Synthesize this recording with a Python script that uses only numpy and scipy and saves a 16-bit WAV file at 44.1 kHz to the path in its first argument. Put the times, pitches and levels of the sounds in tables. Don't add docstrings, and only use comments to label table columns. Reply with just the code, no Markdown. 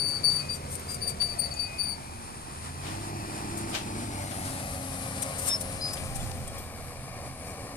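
import sys
import numpy as np
from scipy import signal
from scipy.fft import rfft, irfft, next_fast_len
from scipy.io import wavfile
from scipy.ndimage import uniform_filter1d, map_coordinates

SR = 44100
rng = np.random.default_rng(int(sys.argv[2]) if len(sys.argv) > 2 else 0)


def put_to_file(sound):
    columns = np.atleast_2d(sound).T
    safe = np.clip(columns, -1, 1)
    whole_steps = np.round(safe * 32767)
    wavfile.write(sys.argv[1], SR, whole_steps.astype(np.int16))


N = 342216
TIME = np.arange(N) / SR

# t/s, f/Hz
FIRING_RATE = [(0, 90.8), (.95, 80.4), (1.5, 76.1), (2.55, 77.8), (2.75, 85.6), (3, 100.7), (3.25, 102.4),
               (3.9, 99.53), (4.5, 94.7), (5.1, 89.08), (5.6, 89.73), (6, 88.8), (6.9, 81.2), (7.76, 81.9)]
# t/s, bass level/dB, midrange level/dB
ENGINE_LOAD = [(0.0, -42.5, -46.5), (0.69, -42.5, -48.5), (1.04, -40, -46), (2.29, -46, -49.5),
               (2.68, -46, -47.5), (2.94, -41, -42.5), (4.19, -37.5, -45.5), (4.65, -38.5, -45.5),
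               (5.75, -39, -45.5), (6.33, -39, -48), (6.79, -43, -48), (7.76, -42.5, -43.5)]
# multiple of the firing rate, level at low speed/dB, level at full speed/dB
EXHAUST_TONES = [(1, -4, -3), (2, -17.5, -7), (3, -17, -6), (6, -11.5, -10), (7, -25, -9.5),
                 (8, -18, -12.5), (9, -12.5, -13), (12, -10.5, -35)]
# f/Hz, width/Hz, boost/dB
PIPE_RINGS = [(554.5, 21, 1.5), (1064, 24, 4)]
# f/Hz, level/dB
RUMBLE_COLOUR = [(12, -17), (25, -8), (45, -9), (65, -8), (100, -1), (135, -2.5), (165, -7.5), (210, -5.5),
                 (290, -8.5), (400, -6.5), (650, -43), (1200, -74)]
# f/Hz, level/dB
CLATTER_COLOUR = [(250, -3.5), (450, 2), (600, 1), (800, 3), (1100, -5), (1450, -13.5), (1950, -5.5),
                  (2400, -1), (2800, -12.5), (3300, -22), (4500, -6.5), (8000, -20.5)]
# t/s, f/Hz, level/dB
LOW_DRONE = [(0, 151.7, -47), (.5, 148.3, -48), (1, 137.6, -53), (2.1, 126.6, -69.5), (2.8, 143.1, -47.5),
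             (4.6, 140.5, -59.5), (5.9, 145.2, -53.5), (7.1, 130.4, -55.5)]
# t/s, f/Hz, level/dB
GEAR_HUM = [(3.4, 209.5, -69), (3.9, 227.8, -47), (4.4, 263.7, -47), (4.9, 268.1, -41.5),
            (5.8, 254.3, -55.5), (7.3, 269.7, -62), (7.7, 277, -46.5)]
# f/Hz, level/dB
INTAKE_COLOUR = [(1000, -4), (2000, -2.5), (3400, -8), (4000, -5.5), (4600, -5.5), (5400, -7),
                 (6200, -12.5), (7300, -7.5), (8400, -0.5), (9100, 5), (10200, -3), (11500, -13.5),
                 (13000, -15.5), (14200, -24)]
# t/s, level/dB
INTAKE_LEVEL = [(0, -46), (2.3, -48), (3, -44.5), (4, -43.5), (4.4, -39.5), (5.3, -38), (6.15, -42.5),
                (6.6, -47.5), (7.76, -49.5)]
# t/s, f/Hz
TURBO_PITCH = [(0.3, 14000), (1.1, 11900), (1.6, 11100), (2.45, 9130), (2.7, 9970), (3.05, 12300),
               (3.7, 14690), (5.8, 14760), (6.65, 11790), (7, 10930), (7.35, 10750), (7.76, 11230)]
# t/s, f/Hz, level/dB
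DRIVE_WHISTLE = [(3.1, 9495, -81), (3.45, 9800, -54), (3.8, 10360, -55), (4.3, 10830, -50),
                 (4.75, 10940, -41), (5.1, 10590, -45), (6, 9910, -43.5), (6.35, 8960, -53),
                 (6.6, 9090, -80)]
# start t/s, length/s, f/Hz, glide/Hz, level/dB, fade/dB, octave level/dB, roughness 0-1
TRACK_SQUEALS = [(-.02, 0.19, 4570, -5, -24.5, 3, -34.5, 0.46),
                 (0.233, 0.054, 4578, 9, -19.5, -1.5, -28.5, 0.36),
                 (0.293, 0.12, 4602, -33, -20.5, 7.5, -33, 0.6),
                 (0.486, 0.053, 4650, 14, -25, 5.5, -40.5, 0.2),
                 (0.882, 0.069, 4760, -15, -33.5, 6.5, -48, 0.27),
                 (1.011, 0.11, 4613, 28, -25.5, 13.5, -31.5, 0.9),
                 (1.201, 0.073, 4610, 8, -15.5, 16.5, -31, 0.4),
                 (1.284, 0.043, 4595, -27, -27, 7, -39, 0.8),
                 (1.384, 0.037, 4534, 50, -21.5, 13, -22.5, 0.9),
                 (1.422, 0.045, 4586, -48, -24.5, 7.5, -38, 0.86),
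                 (1.501, 0.023, 4530, 22, -34, -1, -45, 0.77), (1.559, 0.018, 4604, 3, -32, -1, -38, 0.8),
                 (1.587, 0.077, 4604, 1, -18, 16.5, -35.5, 0.6),
                 (1.779, 0.034, 4596, 14, -34.5, -14, -32, 0.4), (1.821, 0.11, 4580, -44, -30, 1.5, -33, 0)]
# start t/s, length/s, f/Hz, level/dB, place of the peak 0-1
STEEL_CHIRPS = [(.35, 0.25, 2497, -46.5, 0.26), (1.515, 0.42, 2490, -43, 0.31),
                (1.833, 0.064, 4660, -36, .45), (5.464, 0.11, 5364, -27.5, 0.73),
                (5.469, 0.069, 3634, -40, 0.6), (5.805, 0.125, 4995, -31, 0.2),
                (5.816, 0.14, 4620, -46, .3), (5.784, .1, 4100, -41, .45), (5.926, 0.036, 5003, -39, .35),
                (6.19, 0.079, 7260, -48, 0.47), (6.197, .035, 3450, -46, .4), (6.47, 0.046, 3260, -50, .4),
                (6.568, .04, 3290, -51, .4)]
# middle t/s, level/dB, half length/s
GRIT_SCRAPES = [(0.093, -36.5, .018), (0.33, -39, 0.034), (0.549, -37.5, 0.024), (0.73, -34.5, 0.028),
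                (0.92, -35.5, 0.034), (1.096, -33, 0.018), (1.257, -45, 0.033), (1.405, -49, 0.02),
                (3.583, -35.5, 0.015), (3.706, -41, 0.019), (5.228, -23.5, 0.0083), (5.395, -28, 0.013),
                (5.43, -31, 0.014), (5.48, -23.5, 0.023), (5.615, -29, 0.011), (5.938, -29.5, 0.007),
                (6.163, -31.5, 0.011), (6.48, -40, 0.0053), (7.49, -44.5, 0.052)]
# t/s, f/Hz, level/dB
STONE_SNAPS = [(.688, 8300, -47), (0.753, 9500, -30), (0.795, 11500, -39), (.945, 9600, -30),
               (1.539, 6860, -39), (3.573, 8300, -34.5), (5.724, 10340, -38), (6.476, 8190, -38),
               (6.583, 13500, -38)]
# f/Hz, width/Hz, level/dB
STEEL_RINGS = [(5730, 27, -4.5), (7120, 61, -15.5), (8550, 22, 9), (8650, 61, 4), (8600, 49, -3),
               (9300, 52, 3), (9630, 28, 8), (9900, 83, -1.5), (12900, 130, -29)]
# peak t/s, level/dB, rise/s, decay/s, centre f/Hz
SOIL_CRUNCHES = [(1.222, -33.5, 0.0083, 0.0081, 2290), (2.87, -38, 0.03, 0.077, 1970),
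                 (3.752, -27.5, 0.016, 0.039, 3100), (4.32, -39.5, 0.017, 0.014, 2620),
                 (5.972, -36.5, 0.0014, 0.013, 4020), (6.316, -32.5, 0.0009, 0.0025, 4980)]
# f/Hz, level/dB
FALLING_GRIT_COLOUR = [(3000, -16), (6000, 3), (8500, -6), (11000, 9), (14000, -5)]
# t/s, level/dB
FALLING_GRIT_LEVEL = [(3.7, -68), (4.4, -44), (5.4, -48), (6.3, -57), (7, -74), (7.76, -68)]
# t/s, level/dB
BREEZE_LEVEL = [(0, -72), (2.3, -55), (3, -57), (4.3, -78), (5.4, -64), (6.2, -39.5), (6.7, -50.5),
                (7.76, -56)]
# t/s, right lag/samples, ground echo delay/ms, right hiss boost/dB, echo level/dB
PHONE_TURN = [(0, 19.7, 2.3, 7.5, -12.5), (2.3, 19.3, 1.19, 6, -3), (3.8, 17.6, 1.203, 6.5, -6.5),
              (4.25, 15.1, 1.44, 2.5, -5), (4.75, 10.23, 1.66, 0.5, -0.5), (5.5, 10, 1.85, 1, -1.5),
              (6.25, 5.2, 1.702, -1, -4.5), (6.75, 3.86, 1.795, 3.5, -4), (7.76, 4.22, 1.79, 1.5, -5.5)]
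# f/Hz, level/dB
RIGHT_MIC_COLOUR = [(100, 0.5), (700, -0.5), (1200, 3.5), (1800, -6), (2400, -9), (3300, -5), (4500, -7.5),
                    (6000, -2), (7700, -4), (9200, -14.5), (11000, -16), (14000, -13.5)]

SCRAPE_HZ = 9100


def diesel(knock=0.27, note_db=-4, rumble_db=-3.5, clatter_db=3):
    hz, = curves(FIRING_RATE)
    bass_db, middle_db = curves(ENGINE_LOAD)
    phase = phase_of(hz * (1 + 0.00349 * wander(9)))
    pump_tone, growl = pump(hz, phase)
    note = exhaust(hz, phase, bass_db + note_db)
    tones = note + growl + np.sqrt(2) * (pump_tone + hum(LOW_DRONE) + hum(GEAR_HUM))
    pulse = np.exp(knock * np.cos(phase))
    rumble = machine_noise(RUMBLE_COLOUR, scatter_db=-24, pulse=pulse) * gain(bass_db + rumble_db)
    clatter = machine_noise(CLATTER_COLOUR, scatter_db=-13, pulse=pulse)
    clatter *= gain(middle_db + clatter_db + 1.22 * wander(14))
    return ground_echo(two_mics(tones) + rumble + exhaust_pipe(clatter))


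def exhaust(hz, phase, note_db, flutter_db=2, lumpy_db=-17):
    speed = np.clip((hz - hz.min()) / np.ptp(hz), 0, 1)
    pickup = np.maximum(np.gradient(uniform_filter1d(hz, size=16000)), 0)
    surge_db = 6 * pickup / pickup.max()
    note = 0
    for k, slow_db, fast_db in EXHAUST_TONES:
        pipe_db = sum(db * np.exp(-((k * hz - centre) / width) ** 2) for centre, width, db in PIPE_RINGS)
        level_db = slow_db + (fast_db - slow_db) * speed + pipe_db + surge_db / k
        note += gain(level_db + flutter_db * wander(10)) * np.sin(k * (phase + 0.033 * wander(22)))
    lumps = sum(wander(6) * np.sin(k / 6 * phase + rng.uniform(0, 2 * np.pi))
                for k in range(3, 18) if k % 6)
    return np.sqrt(2) * gain(note_db) * (note + gain(lumpy_db) * lumps)


def exhaust_pipe(x, ring_db=-4):
    return x + gain(ring_db) * sum(band(x, hz, width) for hz, width, _ in PIPE_RINGS)


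def pump(firing_hz, phase, fade_db_per_hz=0.9, growl_db=-6):
    strokes_per_firing = 10 / 3
    db = -44 - fade_db_per_hz * (firing_hz.max() - firing_hz) + 2 * wander(8.2)
    tone = gain(db) * np.sin(phase * strokes_per_firing)
    return tone, whine(firing_hz * strokes_per_firing, db + growl_db, width_hz=140)


def hum(table, flutter_db=2, wobble=0.00801):
    hz, db = curves(table)
    return gain(db + flutter_db * wander(9)) * np.sin(phase_of(hz * (1 + wobble * wander(12))))


def intake():
    hiss = machine_noise(INTAKE_COLOUR, scatter_db=-0.5)
    hiss += gain(-3.5) * unit(colour(grit(), INTAKE_COLOUR))
    _, _, right_db, _ = curves(PHONE_TURN)
    return hiss * gain(curves(INTAKE_LEVEL)[0] + 1.4 * wander(21.055)) * gain(np.outer([0, 1], right_db))


def turbo(loss_db_per_octave=33, facing_db=7):
    hz, = curves(TURBO_PITCH)
    lag = curves(PHONE_TURN)[0]
    facing = 1 - lag / lag.max()
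    db = -50.5 - loss_db_per_octave * np.log2(hz / hz.min()) + facing_db * facing
    return whine(hz, db, width_hz=800)


def whistle(core_db=-8, halo_db=-3):
    hz, db = curves(DRIVE_WHISTLE)
    return whine(hz, db + core_db, width_hz=190) + whine(hz, db + halo_db, width_hz=660)


def whine(hz, db, width_hz, flutter_db=3):
    phase = phase_of(hz)
    level = gain(db + flutter_db * wander(13))
    return level * (wander(width_hz) * np.sin(phase) + wander(width_hz) * np.cos(phase))


def squeals(attack_s=0.0033, release_s=0.016, arch_hz=22, jitter=0.0039, right_db=-5):
    out = np.zeros(N)
    tremble, chatter_db, flutter_db = wander(400), 2.8 * wander(90), 3 * wander(60.68)
    rasp = gain(-27) * unit(band(rng.standard_normal(N), 4800, 590))
    judder = 0.16 * wander(930)
    friction_colour = [(3000, -19), (5200, 12), (7500, -7), (10000, -12), (14000, -6)]
    friction = gain(-30) * unit(colour(grit()[0], friction_colour))
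    for start, length, hz, glide_hz, db, fade_db, octave_db, rough in TRACK_SQUEALS:
        on = (TIME >= start - 10 * attack_s) & (TIME < start + length + 10 * release_s)
        age = TIME[on] - start
        progress = np.clip(age / length, 0, 1)
        pressure = np.sin(np.pi * progress)
        grip = np.exp(-np.maximum(age - length, 0) / release_s) / (1 + np.exp(2 - age / attack_s))
        pitch = hz + glide_hz * (progress - .5) + arch_hz * (pressure - 2 / np.pi)
        phase = phase_of(pitch * (1 + rough * jitter * tremble[on]))
        tone = (1 + rough * judder[on]) * np.sin(phase) + rough * rasp[on] + friction[on]
        tone *= gain(db - fade_db * progress)
        bite = gain(octave_db - fade_db * (progress - .5) / 2 + flutter_db[on]) * (1 + pressure) / 2
        overtones = bite * (1 + judder[on]) * (np.sin(2 * phase) + gain(-17) * np.sin(3 * phase))
        out[on] += np.sqrt(2) * grip * gain(rough * chatter_db[on]) * (tone + overtones)
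    return two_mics(out) * gain([[0], [right_db]])


def chirps(octave_db=-16, flutter_db=1.95, rasp_db=-17, jitter=0.0014):
    out = np.zeros(N)
    tremble = wander(60)
    flutter = gain(flutter_db * wander(35)) * (1 + gain(rasp_db) * wander(1000))
    for start, length, hz, db, peak in STEEL_CHIRPS:
        on = (TIME > start) & (TIME < start + length)
        phase = phase_of(hz * (1 + jitter * tremble[on]))
        progress = (TIME[on] - start) / length
        swell = np.sin(np.pi / 2 * np.interp(progress, [0, peak, 1], [0, 1, 0]))
        tone = np.sin(phase) + gain(octave_db) * np.sin(2 * phase)
        out[on] += np.sqrt(2) * gain(db) * swell * flutter[on] * tone
    return two_mics(out)


def scrapes(grains_per_s=440, max_grains=80, size_range_db=10):
    grains = colour(grit(), [(2500, 6), (5500, -2.5), (8000, 1), (13000, 1)])
    chance = rng.random((len(GRIT_SCRAPES), max_grains, 3))
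    out = np.zeros((2, N))
    for (middle, db, half), draws in zip(GRIT_SCRAPES, chance):
        on = np.abs(TIME - middle) < 4 * half
        swell = np.exp(-((TIME[on] - middle) / half) ** 2)
        rub = unit(band(grains[:, on], SCRAPE_HZ, width_hz=4200))
        out[:, on] += gain(db - 0.5) * swell * unit(rub + gain(-1) * steel(grains[:, on]))
        for when, size, which in draws[:int(4 * half * grains_per_s)]:
            offset = 4 * (when - .5)
            hz, _, ring_db = STEEL_RINGS[int(which * len(STEEL_RINGS))]
            level = gain(db + 1 + ring_db / 2 + size_range_db * (size - 1)) * np.exp(-offset ** 2)
            add(out, middle + half * offset, level * ping(hz, ring_s=0.0029))
    return out


def stones(body_db=-2, body_s=0.015):
    out = np.zeros((2, N))
    age = TIME[:2000]
    for start, hz, db in STONE_SNAPS:
        body = gain(body_db) * np.exp(-age / body_s) * steel(rng.standard_normal((2, len(age))))
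        add(out, start, gain(db) * (ping(hz, ring_s=0.01, crack_db=0, crack_s=0.0046) + body))
    return out


def ping(hz, ring_s, crack_db=-9, crack_s=0.0013):
    age = TIME[:2000]
    ring = np.exp(-age / ring_s) * np.sin(2 * np.pi * (hz * age + rng.random((2, 1))))
    crack = unit(band(rng.standard_normal((2, len(age))), SCRAPE_HZ, width_hz=3500))
    return np.sqrt(2) * ring + gain(crack_db) * np.exp(-age / crack_s) * crack


def steel(x):
    return unit(sum(gain(db) * band(x, hz, width) for hz, width, db in STEEL_RINGS))


def crunches(thud_db=-9, thud_hz=720, thud_width_hz=450):
    grains = colour(grit(), [(200, 1), (600, 2), (2500, 8.2), (7000, 2.3), (13000, 1)])
    thud = gain(thud_db) * unit(band(band(grit(), thud_hz, thud_width_hz), thud_hz, thud_width_hz))
    out = np.zeros((2, N))
    for peak, db, rise, decay, hz in SOIL_CRUNCHES:
        on = np.abs(TIME - peak) < .3
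        age = TIME[on] - peak
        swell = np.exp(np.minimum(age / rise, -age / decay))
        crackle = unit(band(grains[:, on], hz, width_hz=4500))
        out[:, on] += gain(db) * swell * (crackle + thud[:, on])
    return out


def falling_grit(flutter_db=1):
    db, = curves(FALLING_GRIT_LEVEL)
    return unit(colour(grit(), FALLING_GRIT_COLOUR)) * gain(db + flutter_db * wander(20))


def breeze(gust_db=1.5, right_db=3):
    wind_colour = [(8, -12), (30, 1), (60, -10), (120, -3), (300, -33)]
    flutter = unit(colour(rng.standard_normal((2, N)), wind_colour))
    return flutter * gain(curves(BREEZE_LEVEL)[0] + gust_db * wander(6.6)) * gain([[0], [right_db]])


def ground_echo(x, shift_rad=0.83):
    _, echo_ms, _, echo_db = curves(PHONE_TURN)
    dull = colour(x, [(100, -4.5), (1700, 1), (2600, 0), (5000, -17)])
    shifted = np.real(signal.hilbert(dull, next_fast_len(N))[:, :N] * np.exp(1j * shift_rad))
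    echo = np.array([delay(side, echo_ms * SR / 1000) for side in shifted])
    return (x + gain(echo_db) * echo) / np.sqrt(1 + gain(2 * echo_db))


def heap_echoes(x, echo_db=-24, fade_60_db_s=0.6):
    age = TIME[:SR // 2]
    tail = rng.standard_normal((2, len(age))) * gain(-60 * age / fade_60_db_s) * (age > .012)
    return x + gain(echo_db) * signal.fftconvolve(x, unit(tail) / np.sqrt(len(age)), axes=1)[:, :N]


def machine_noise(tone_colour, scatter_db, pulse=1):
    direct = two_mics(pulse * rng.standard_normal(N))
    return unit(colour(direct + gain(scatter_db) * rng.standard_normal((2, N)), tone_colour))


def two_mics(x):
    return np.array([x, delay(x, curves(PHONE_TURN)[0])])


def grit(spread_db=3, grain_samples=16):
    sizes = gain(spread_db * np.clip(rng.standard_normal((2, N // grain_samples + 1)), -2, 2))
    return rng.standard_normal((2, N)) * np.repeat(sizes, grain_samples, axis=1)[:, :N]


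def wander(per_s):
    step = max(int(SR / per_s), 2)
    points = rng.standard_normal(N // step + 2)
    joined = np.interp(np.arange(N) / step, np.arange(len(points)), points)
    return unit(uniform_filter1d(joined, step // 2))


def colour(x, points):
    hz, db = np.transpose(points)
    size = next_fast_len(N)
    f = np.maximum(np.arange(size // 2 + 1) * SR / size, 1)
    return irfft(rfft(x, size) * gain(np.interp(np.log(f), np.log(hz), db)), size)[..., :N]


def band(x, hz, width_hz):
    return signal.lfilter(*signal.iirpeak(hz, hz / width_hz, fs=SR), x)


def curves(table):
    times, *columns = np.transpose(table)
    return [np.interp(TIME, times, column) for column in columns]


def delay(x, samples):
    return map_coordinates(x, [np.arange(N) - samples], order=3)


def phase_of(hz):
    return 2 * np.pi * np.cumsum(hz) / SR


def add(out, start_s, sound):
    start = max(int(start_s * SR), 0)
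    part = out[..., start:start + sound.shape[-1]]
    part += sound[..., :part.shape[-1]]


def gain(db):
    return 10 ** (np.asarray(db) / 20)


def unit(x):
    return x / np.sqrt(np.mean(x ** 2))


def scene():
    engine = diesel() + intake()
    whines = np.array([turbo() + whistle() for mic in range(2)])
    background = falling_grit() + breeze()
    steel_and_soil = squeals() + chirps() + crunches() + stones() + scrapes()
    return engine + whines + background + heap_echoes(steel_and_soil)


def record(dry, top_hz=14250):
    coloured = np.array([dry[0], colour(dry[1], RIGHT_MIC_COLOUR)])
    return signal.sosfilt(signal.ellip(10, .2, 80, top_hz, fs=SR, output="sos"), coloured)


dry = scene()
out = record(dry)
put_to_file(out)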